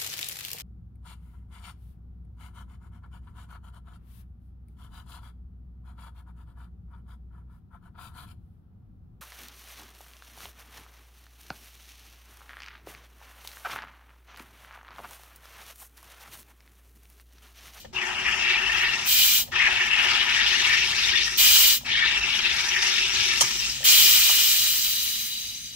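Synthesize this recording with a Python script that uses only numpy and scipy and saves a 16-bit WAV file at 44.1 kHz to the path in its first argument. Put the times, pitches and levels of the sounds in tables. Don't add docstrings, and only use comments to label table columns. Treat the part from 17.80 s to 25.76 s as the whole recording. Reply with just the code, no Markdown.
import sys
import numpy as np
from scipy import signal
from scipy.io import wavfile
from scipy.ndimage import uniform_filter1d

SR = 44100
rng = np.random.default_rng(int(sys.argv[2]) if len(sys.argv) > 2 else 0)


def dump_mix(stems):
    frames = np.atleast_2d(stems).T
    limited = np.clip(frames, -1, 1)
    pcm = np.round(limited * 32767).astype(np.int16)
    wavfile.write(sys.argv[1], SR, pcm)


N = 350991

# (time [s], relative roar level [dB], low, middle, high ring level re roar [dB])
JET_STRETCHES = [
    [(0.13, -39, -14, -14, -10), (0.142, -42, -12, 1, -10), (0.148, -39, -29, 3, -8),
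     (0.186, -25.5, -16, -1.5, -20), (0.248, -31.5, -7, -6, -12), (0.258, -29.5, -12, -3.5, -27),
     (0.35, -33, -11, -4, -6), (0.356, -30, -18, -2.5, -29), (0.428, -31, -11, -2, -11),
     (0.478, -23.5, -3.5, -5, -19), (0.56, -28.5, -14, -5, -18), (0.674, -24, -3, -0.5, -14),
     (0.706, -22.5, -7, -2, -11), (0.834, -26.5, -11, -5.5, -16.5), (1.036, -23.5, -5.5, -5.5, -8),
     (1.26, -32, -12, -4, -10.5)],
    [(1.715, -47, -2, 6, -6), (1.729, -27, -5, -8, -16), (1.757, -24, -11, -1, -10),
     (1.801, -21.5, -2, -5, -12), (1.883, -19.5, -6.5, -18, -19), (1.919, -25, -9, 0, -11),
     (1.945, -27, -14, -1.5, -14), (1.999, -23, -7, -9, -14), (2.069, -26, -8, -6, -13),
     (2.097, -28, -9, -1.5, -10), (2.119, -22.5, -11, 0, -12), (2.187, -22, -11, -9, -9.5),
     (2.355, -23, -15, -5, -11), (2.407, -23, -7, -16, -8.5), (2.439, -25, -10, -13, -9.5),
     (2.64, -22, -4, -2, -7.5)],
    [(2.66, -21.5, -7, -14, -12), (2.69, -25, -10, -17, -5), (2.71, -21.5, -5.5, -4, -8),
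     (2.8, -24.5, -2.5, -16, -5.5), (2.852, -22, -18, 0.5, -10), (2.86, -22, -14, -6, -9),
     (2.948, -21, -1.5, -7.5, -7.5), (3.04, -24.5, -11.5, -3, -5), (3.09, -26, -12, -18, -7),
     (3.13, -28, -6, -17, -6.5), (3.142, -27, -9, -2, -10), (3.216, -24.5, -12.5, -4, -5),
     (3.382, -22, -3, -11, -4), (3.418, -24.5, -4.5, -7, -5.5), (3.56, -32.5, -8, 0, -7)],
    [(4.045, -46, 0, 2, -8), (4.065, -26, -19, -7, -10), (4.083, -28.5, -10, -11, -4),
     (4.141, -24.5, -6, -17, -1.5), (4.245, -22, -2.5, -5.5, -4.5), (4.431, -27.5, -15, -4, -12),
     (4.513, -25, -26, -9, -4), (4.551, -26.5, -8, -8, -9), (4.603, -22, -30, -7, -10),
     (4.615, -29, -8, -7, -5.5), (4.655, -25.5, -2, 1, -5), (4.667, -17, -11, -16, -6.5),
     (4.681, -26, -4, -7, -5), (4.743, -25.5, -12, -5, -9), (4.8, -27.5, -8, -10, -7)],
    [(4.82, -25, -18, -9, -12), (4.882, -28, -16, -9, -13.5), (4.928, -24.5, -13, -5, -4),
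     (4.978, -25.5, -4, -7, -13), (4.986, -25, -7, -13, -6.5), (5.088, -23, -12, -5, -11),
     (5.162, -26.5, -8, -16, -4), (5.19, -20, -7, -6, -7), (5.206, -26, -5, 3, -7),
     (5.226, -25, -23, -2, -4), (5.326, -27, -12, -11, -11), (5.384, -24, -17, -13, -9.5),
     (5.534, -24.5, -10, -5, -10), (5.59, -28, -13, -6, -8)],
    [(5.65, -23, -15, -20, -13), (5.662, -32, -8, -10, -13), (5.68, -29.5, -18, -18, -11),
     (5.698, -30, -7, -19, -15), (5.758, -29, -13, -18, -6), (5.784, -36, -2, -12, -13),
     (5.802, -27, -4, -14, -1), (5.822, -30.5, -7, 6, -4), (5.874, -30, -16, -5, -3),
     (5.884, -23.5, -8, -8, -10), (5.948, -40.5, -15, 2, -5), (5.96, -34, -2, 3, -4),
     (5.972, -32, -4, -2, -7), (5.994, -50, 15, 6, -15), (6.022, -45, 3, 4, -9), (6.03, -40, 15, 15, -6)],
]
# (time [s], bottle pressure [0-1], gas space hum level [dB])
FILLS = [
    [(0.13, 0, -43), (1.28, 0.37, -52)],
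    [(1.715, 0, -50), (3.59, 0.78, -51)],
    [(4.045, 0.22, -56), (5.75, 0.88, -48), (6.04, 0.83, -73)],
]
# (frequency [Hz], relative density [dB per Hz])
ROAR_SPECTRUM = [(260, -73), (450, -34.5), (590, -25), (846, -12), (1540, -8.5), (1790, -9), (2110, -5),
                 (2690, -2.5), (4620, -11), (5610, -11.5), (8170, -20.5), (10900, -30.5), (12100, -25.5),
                 (15300, -39), (16300, -49)]
# (frequency [Hz], left minus right [dB])
ROAR_BALANCE = [(60, 0.0), (150, 2), (380, 2), (950, 2.5), (2380, 6.5), (5980, 2.0), (15000, -0.5)]
# (frequency [Hz], left-right likeness [0-1])
MACHINE_LIKENESS = [(350, .6), (1000, .2), (1800, .6), (3400, .58), (5000, .18), (7600, .3), (11000, .12)]
# (frequency [Hz], width [Hz], gain [dB])
BOTTLE_MODES = [(1824, 75, 3), (2260, 20, 1), (2723, 230, -7), (3650, 390, -4), (5550, 1070, 1.5)]
# (frequency [Hz], width [Hz], swing [x ring level swing], wander [dB])
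BOTTLE_RINGS = [(1860, 224, 1.3, 2), (2670, 160, 1.3, 0.5), (3630, 1960, 1.2, 3)]
RING_SWELLS_PER_S = 2.2
GAS_SPACE_HZ, GAS_SPACE_WIDTH_HZ = 373.8, 34
HUM_WAVER_DB, HUM_WAVERS_PER_S = 2, 14
HUM_FOLLOWS = 0.52
FIZZ_DB_PER_PRESSURE, DEPTH_DB_PER_PRESSURE = 15.5, -10.5
FIZZ_STEADY, DEPTH_STEADY = 0.77, 1
GLIDE_DB, GLIDE_DB_PER_PRESSURE = -8, -7
POP_DB, POP_DB_PER_PRESSURE = -21, 14


def jet():
    roar_db, *rings_db = in_time(JET_STRETCHES)[1:]
    gate, pressure, hum_db = in_time(FILLS)
    held = gate > .5
    pressure = pressure - .5
    surge_db = np.clip(roar_db - roar_db[held].mean(), -12, 12)
    fizz_db = FIZZ_DB_PER_PRESSURE * pressure - FIZZ_STEADY * surge_db
    depth_db = DEPTH_DB_PER_PRESSURE * pressure - DEPTH_STEADY * surge_db
    tilt_db = tilt(fizz_db, depth_db, pivot_hz=3330, reach=0.66)

    births = grains(7000 * amp(1.8 * drift(60)), spread_db=0.5)
    cloud = bands(births, ROAR_SPECTRUM, MACHINE_LIKENESS, ROAR_BALANCE, tilt_db,
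                  patchy_db=2.03, patch_rate=13.2, per_octave=5)
    short_glides = gurgles(held, tilt_db, 799.8, 4998, per_s=1100, length_s=0.0336,
                           rise=0.167, rough_hz=66, size=1500)
    long_glides = gurgles(held, tilt_db, 1550, 3000, per_s=60, length_s=0.1,
                          rise=0.3, rough_hz=90, size=4000)
    pops = gurgles(held, tilt_db, 4200, 6600, per_s=25, length_s=0.04,
                   rise=0.04, rough_hz=40, size=1500)
    cloud = cloud + amp(-6.0) * short_glides
    cloud = cloud + amp(GLIDE_DB + GLIDE_DB_PER_PRESSURE * pressure) * long_glides
    cloud = cloud + amp(POP_DB + POP_DB_PER_PRESSURE * pressure) * pops

    cloud = coloured(cloud, BOTTLE_MODES)
    swells = 0
    for (hz, width_hz, swing, wander_db), ring_db in zip(BOTTLE_RINGS, rings_db):
        swell_db = swing * (ring_db - ring_db[held].mean()) + wander_db * drift(RING_SWELLS_PER_S)
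        swells = swells + (amp(swell_db) - 1) * resonate(cloud, hz, width_hz)
    cloud = cloud + swells
    loudness = np.sqrt(uniform_filter1d((cloud ** 2).mean(axis=0), size=SR // 12) + 1e-6)
    roar = amp(roar_db + 3.0) * cloud / loudness

    hum_db = hum_db + HUM_FOLLOWS * surge_db.clip(-12, 0) + HUM_WAVER_DB * drift(HUM_WAVERS_PER_S)
    return gate * (roar + amp(hum_db) * gas_space())


def gas_space():
    mid, side = rng.standard_normal((2, N))
    for _ in range(2):
        mid, side = resonate(np.array([mid, side]), GAS_SPACE_HZ, GAS_SPACE_WIDTH_HZ)
    hum = stereo(mid, side, 0.76, balance_db=-2.5)
    return hum / np.sqrt(uniform_filter1d((hum ** 2).mean(axis=0), size=SR // 5) + 1e-12)


def gurgles(held, tilt_db, low_hz, high_hz, per_s, length_s, rise, rough_hz, size):
    draws = rng.random((int(per_s * N / SR), 5))
    starts = (draws[:, 0] * (N - size)).astype(int)
    at, pitch, strength, pan, lot = draws[held[starts]].T
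    at = (at * (N - size)).astype(int)
    hz = low_hz * (high_hz / low_hz) ** pitch
    t = np.arange(size) / SR
    age = t / length_s * np.sqrt(hz / 2500)[:, None]
    flutter_at = (lot * (N - size)).astype(int)[:, None] + np.arange(size)
    flutter = .4 + drift(rough_hz)[flutter_at]
    glide = 1 + rise * lot[:, None] * age / 2
    tones = np.sin(2 * np.pi * hz[:, None] * t * glide) * age * np.exp(-5.0 * age) * flutter
    level_db = at_hz(ROAR_SPECTRUM, hz) + tilt_db(hz, at) + 2.1 * drift(19)[at] + 3.2 * strength
    gain = np.sqrt(hz) * amp(level_db)
    side_db = at_hz(ROAR_BALANCE, hz) / 2 + 14 * (pan - .5)
    where = (at[:, None] + np.arange(size)).ravel()
    sides = []
    for sign in (1, -1):
        weighted = tones * (gain * amp(sign * side_db))[:, None]
        sides.append(np.bincount(where, weighted.ravel(), N))
    return rms_one(np.array(sides))


def grains(per_s, spread_db):
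    born = rng.random((2, 1, N)) < per_s / SR
    sizes = amp(spread_db * np.minimum(rng.exponential(1, (2, 1, N)), 4))
    return rms_one(born * sizes * rng.standard_normal((2, 2, N)) + 1e-9)


# (frequency [Hz], relative density [dB per Hz])
HISS_SPECTRUM = [(290, -38.5), (500, -34.5), (667, -38.5), (956, -23), (1730, -14.5), (2300, -6.5),
                 (2660, -7.5), (2900, -4), (3500, 2.5), (3920, -5.5), (4340, -1), (7840, -3.5),
                 (10300, -12), (15000, -0.5), (15500, 22), (16400, -6)]
# (frequency [Hz], left minus right [dB])
HISS_BALANCE = [(60, 2.0), (150, 2.0), (380, 1.5), (950, 1.7), (2380, 3.9), (5980, 0.64), (15000, 0.33)]
# (frequency [Hz], width [Hz], gain at full flow [dB], gain added as flow dwindles [dB])
PIPE_MODES = [(2430, 46, 8, -10), (2550, 480, -9, -15), (2910, 85, 4.5, -3), (3150, 110, 0.5, -7),
              (3910, 85, -2.5, 10), (7570, 87, -10, 6), (11360, 110, -10, 17)]
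# (frequency [Hz], width [Hz], gain at a trickle [dB])
WHISTLES = [(3950, 300, 6), (4750, 560, 6.5), (6100, 1200, 7), (8490, 300, 8), (9900, 2200, 8)]
DWINDLED_AT_DB = 12


def vent():
    hiss_db, bright_db, deep_db, drained_db = valve()
    tilt_db = tilt(bright_db, deep_db, pivot_hz=6940, reach=0.86)
    noise = bands(rng.standard_normal((2, 2, N)), HISS_SPECTRUM, MACHINE_LIKENESS, HISS_BALANCE, tilt_db,
                  patchy_db=0.91, patch_rate=22.0)
    weak = np.clip((drained_db - 6.0) / 36, 0, 1)
    whistles = 0
    for hz, width_hz, db in WHISTLES:
        tone = resonate(resonate(noise, hz, width_hz), hz, width_hz)
        whistles = whistles + amp(db + 2.8 * drift(11)) * tone
    dwindled = np.clip(drained_db / DWINDLED_AT_DB, 0, 1)
    pipe = 0
    for hz, width_hz, db, gained_db in PIPE_MODES:
        pipe = pipe + amp(db + gained_db * dwindled) * resonate(noise, hz, width_hz)
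    return amp(hiss_db) * (noise + pipe + weak * whistles)


# (opens [s], shuts [s], opening time [s], hiss level [dB], top octave swing [dB], low end swing [dB])
RELEASES = [(-.3, 0.0027, .011, -20.5, -3, 18), (1.248, 1.647, 0.014, -16, 0.5, 10),
            (3.566, 3.99, 0.0079, -12.5, -1, 11), (5.61, 6.4, 0.0044, -28, -11, 13),
            (6.034, 9, 0.0065, -12.5, -1, 10)]
OPENING_DB, SWELL_DB, SWELL_SLOWER = 35, 4.5, 5.1
SPIT_DB, SPIT_S = 2, 0.024
DRAIN_DB_PER_S, DRAIN_DB_PER_S2 = 6, 4
DULL_AFTER_DB, DULL_SHARE, DULL_MOST_DB = 15.5, 1, 9
THIN_SHARE = 0.42
CLOSING_DB, CLOSING_S = 21.5, 0.025
TAIL_DB_PER_S, TAIL_DULLS_DB_PER_S = 162, 95


def valve():
    t = np.arange(N) / SR
    table = np.array(RELEASES)
    latest = np.searchsorted(table[:, 0], t) - 1
    opens, shuts, opening_s, full_db, top_db, low_db = table[latest].T
    age, late = t - opens, t - shuts
    drained_db = DRAIN_DB_PER_S * age + DRAIN_DB_PER_S2 * age ** 2
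    closing_db = CLOSING_DB * np.exp(np.minimum(late, 0) / CLOSING_S)
    lost_db = drained_db + closing_db + TAIL_DB_PER_S * late.clip(0)
    leap_db = OPENING_DB * np.exp(-age / opening_s)
    swell_db = SWELL_DB * np.exp(-age / opening_s / SWELL_SLOWER)
    hiss_db = full_db - lost_db - leap_db - swell_db
    dulled_db = np.clip(DULL_SHARE * (drained_db - DULL_AFTER_DB), 0, DULL_MOST_DB)
    tail_dulled_db = TAIL_DULLS_DB_PER_S * late.clip(0, .1)
    bright_db = top_db + SPIT_DB * np.exp(-age / SPIT_S) - dulled_db - tail_dulled_db
    deep_db = low_db - THIN_SHARE * drained_db.clip(0, 40)
    return hiss_db, bright_db, deep_db, drained_db


# (time [s],
# relative contact peak [dB], contact colour [Hz], time to fall 30 dB [s])
KNOCKS = [(0.045, -42, 530, 0.043), (0.05, -38, 1600, 0.036), (0.138, -41, 1250, 0.0094),
          (1.683, -42.5, 583, 0.032), (1.677, -38.5, 1670, 0.057), (4.009, -44, 930, 0.036),
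          (4.034, -45.5, 587, 0.016), (5.605, -12, 5500, 0.012), (5.6091, -3.5, 2440, 0.0093),
          (5.6093, -21, 990, 0.05), (5.611, -30, 610, 0.047), (5.6114, -2, 5560, 0.038),
          (5.6142, -10, 3200, 0.026), (5.621, -13, 3300, 0.022), (5.622, -21, 4500, 0.05),
          (5.63, -32, 119, 0.049), (5.652, -30, 3500, 0.012), (5.685, -29, 5500, 0.0073),
          (6.004, -42.5, 513, 0.22), (6.25, -35.5, 320, 0.034), (6.495, -26.5, 970, 0.04),
          (6.568, -44, 297, 0.012)]
# (frequency [Hz], relative gain [dB], t60 [s])
HEAD_MODES = [(130, -12, 0.1), (356, 0, 0.022), (548, 5, 0.025), (773, 3, 0.02), (890, 5, 0.04),
              (988, 4, 0.018), (1210, 3, 0.015), (1780, 7, 0.018), (3180, 10, 0.018), (4300, 0, 0.006),
              (5700, 7, 0.006), (6500, 2, 0.006), (8050, -5, 0.006)]


def knocks():
    force = np.zeros((2, N))
    for s, peak_db, contact_hz, length_s in KNOCKS:
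        t = np.arange(4000) / SR
        rattle = rng.standard_normal((2, len(t))) * amp(-30 * t / length_s)
        rattle[:, 0] += 7.0
        width_hz = contact_hz * np.clip((contact_hz / 1400) ** 2, .4, 1.7)
        contact = resonate(resonate(rattle, contact_hz, width_hz), contact_hz, 2 * width_hz)
        start = round(s * SR)
        force[:, start:][:, :len(t)] += amp(peak_db) * contact / np.abs(contact).max()
    out = 0.53 * force
    for hz, db, t60_s in HEAD_MODES:
        width_hz = np.log(1000) / np.pi / t60_s
        out = out + amp(db - 2.0) * resonate(force + 1e-18, hz, width_hz)
    return stereo(out[0], out[1], 0.12, balance_db=0.5)


# (frequency [Hz], relative density [dB per Hz])
RUMBLE_SPECTRUM = [(15, -30), (25, -4), (86, 1), (141, -16), (249, -12), (293, -5), (386, -31), (638, -19),
                   (897, -18), (1110, -16), (1200, -24), (1560, -57), (2640, -120)]
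# (frequency [Hz], width [Hz], level [dB] at the mean of the handling swing)
ROOM_HUM = [(51.7, 8.4, -52), (87, 9.8, -62), (130.6, 20, -55.5), (219.2, 10, -58), (246.5, 2.7, -60)]
# (frequency [Hz], left-right likeness [0-1])
ROOM_LIKENESS = [(40, .92), (90, .78), (180, .78), (350, .55), (2000, .1)]
RUMBLE_DB = -63
HANDLING_DB, HAND_ON_S, HAND_OFF_S = 5.5, 0.037, 6.4


def room():
    t = np.arange(N) / SR
    handled = (t > HAND_ON_S) * (t < HAND_OFF_S) * 1.
    level_db = RUMBLE_DB + HANDLING_DB * uniform_filter1d(handled, size=SR // 6)
    rumble = bands(rng.standard_normal((2, 2, N)), RUMBLE_SPECTRUM, ROOM_LIKENESS, [(1, 0), (2, 0)],
                   lambda hz, at: 0, patchy_db=4.5, patch_rate=4.6, per_octave=2.2)
    out = rumble * amp(level_db)
    for hz, width_hz, db in ROOM_HUM:
        mid, side = resonate(rng.standard_normal((2, N)), hz, width_hz)
        tone = rms_one(stereo(mid, side, at_hz(ROOM_LIKENESS, hz)))
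        out = out + amp(db + level_db - level_db.mean()) * tone
    return out


def amp(db):
    return np.exp(np.log(10) / 20 * np.asarray(db))


def rms_one(x):
    return x / np.sqrt(np.mean(x ** 2) + 1e-20)


def in_time(tables):
    t = np.arange(N) / SR
    s, *columns = np.concatenate(tables).T
    inside = sum((t >= rows[0][0]) & (t <= rows[-1][0]) for rows in tables)
    gate = uniform_filter1d(inside * 1., size=300).clip(0, 1)
    return [gate] + [np.interp(t, s, c) for c in columns]


def at_hz(points, hz):
    table = np.array(points)
    return np.interp(np.log(hz), np.log(table[:, 0]), table[:, 1])


def resonate(x, hz, width_hz):
    r = np.exp(-np.pi * width_hz / SR)
    zeros = [(1 - r * r) / 2, 0, (r * r - 1) / 2]
    poles = [1, -2 * r * np.cos(2 * np.pi * hz / SR), r * r]
    return signal.lfilter(zeros, poles, x)


def coloured(x, modes):
    return x + sum(amp(db) * resonate(x, hz, width_hz) for hz, width_hz, db in modes)


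def stereo(mid, side, alike, balance_db=0):
    alike = np.clip(alike, 0, 1)
    shared, own = np.sqrt(1 + alike), np.sqrt(1 - alike)
    mix = np.array([[shared, own], [shared, -own]]) * amp([[balance_db / 2], [-balance_db / 2]])
    return mix @ np.array([mid, side])


def tilt(bright_db, deep_db, pivot_hz, reach):
    def tilt_db(hz, at):
        high = np.log2(hz / pivot_hz) / reach
        low = np.log2(2200 / hz) / 1.52
        return bright_db[at] * np.clip(high, 0, 1.15) + deep_db[at] * np.clip(low, 0, 1)
    return tilt_db


STEP = 40


def bands(white, spectrum, likeness, balance, tilt_db, patchy_db, patch_rate, per_octave=4):
    low, top = spectrum[0][0], min(spectrum[-1][0], 16500)
    edges = np.geomspace(low, top, int(per_octave * np.log2(top / low)) + 1)
    steps = np.arange(0, N + 1, STEP).clip(0, N - 1)
    out, power = np.zeros((2, N)), 0
    patches = chance(patch_rate)
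    for k, (a, b) in enumerate(zip(edges, edges[1:])):
        band = signal.butter(2, [a, b], "band", fs=SR, output="sos")
        mid, side = signal.sosfilt(band, white[k % 2])
        hz = np.sqrt(a * b)
        patches = 0.54 * patches + 1.03 * chance(patch_rate)
        gain = per_sample(amp(at_hz(spectrum, hz) + tilt_db(hz, steps) + patchy_db * patches))
        out += gain * stereo(mid, side, at_hz(likeness, hz), at_hz(balance, hz))
        power += amp(at_hz(spectrum, hz)) ** 2 * (b - a)
    return out / np.sqrt(power * 4 / SR)


def chance(rate):
    r = np.exp(-2 * np.pi * STEP * rate / SR)
    smooth = signal.lfilter([1], [1, -2 * r, r * r], rng.standard_normal(N // STEP + 2001))
    return rms_one(smooth[2000:])


def per_sample(slow):
    return np.interp(np.arange(N) / STEP, np.arange(len(slow)), slow)


def drift(rate):
    return per_sample(chance(rate))


LEFT_LAG_SAMPLES = 3


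def scene():
    left, right = jet() + vent() + knocks()
    return np.array([np.roll(left, LEFT_LAG_SAMPLES), right]) + room()


# (frequency [Hz], width [Hz], share removed [0-1])
DIPS = [(1089, 125, 0.56), (1518, 39, 0.85)]
CUTOFF_HZ = 15680


def record(dry):
    for hz, width_hz, share in DIPS:
        dry = dry - np.clip(share, 0, 1) * resonate(dry, hz, width_hz)
    rounded = .85 * np.tanh(dry / .85)
    steep = signal.ellip(12, .5, 80, CUTOFF_HZ, fs=SR, output="sos")
    return signal.sosfilt(steep, rounded)


dry = scene()
out = record(dry)
dump_mix(out)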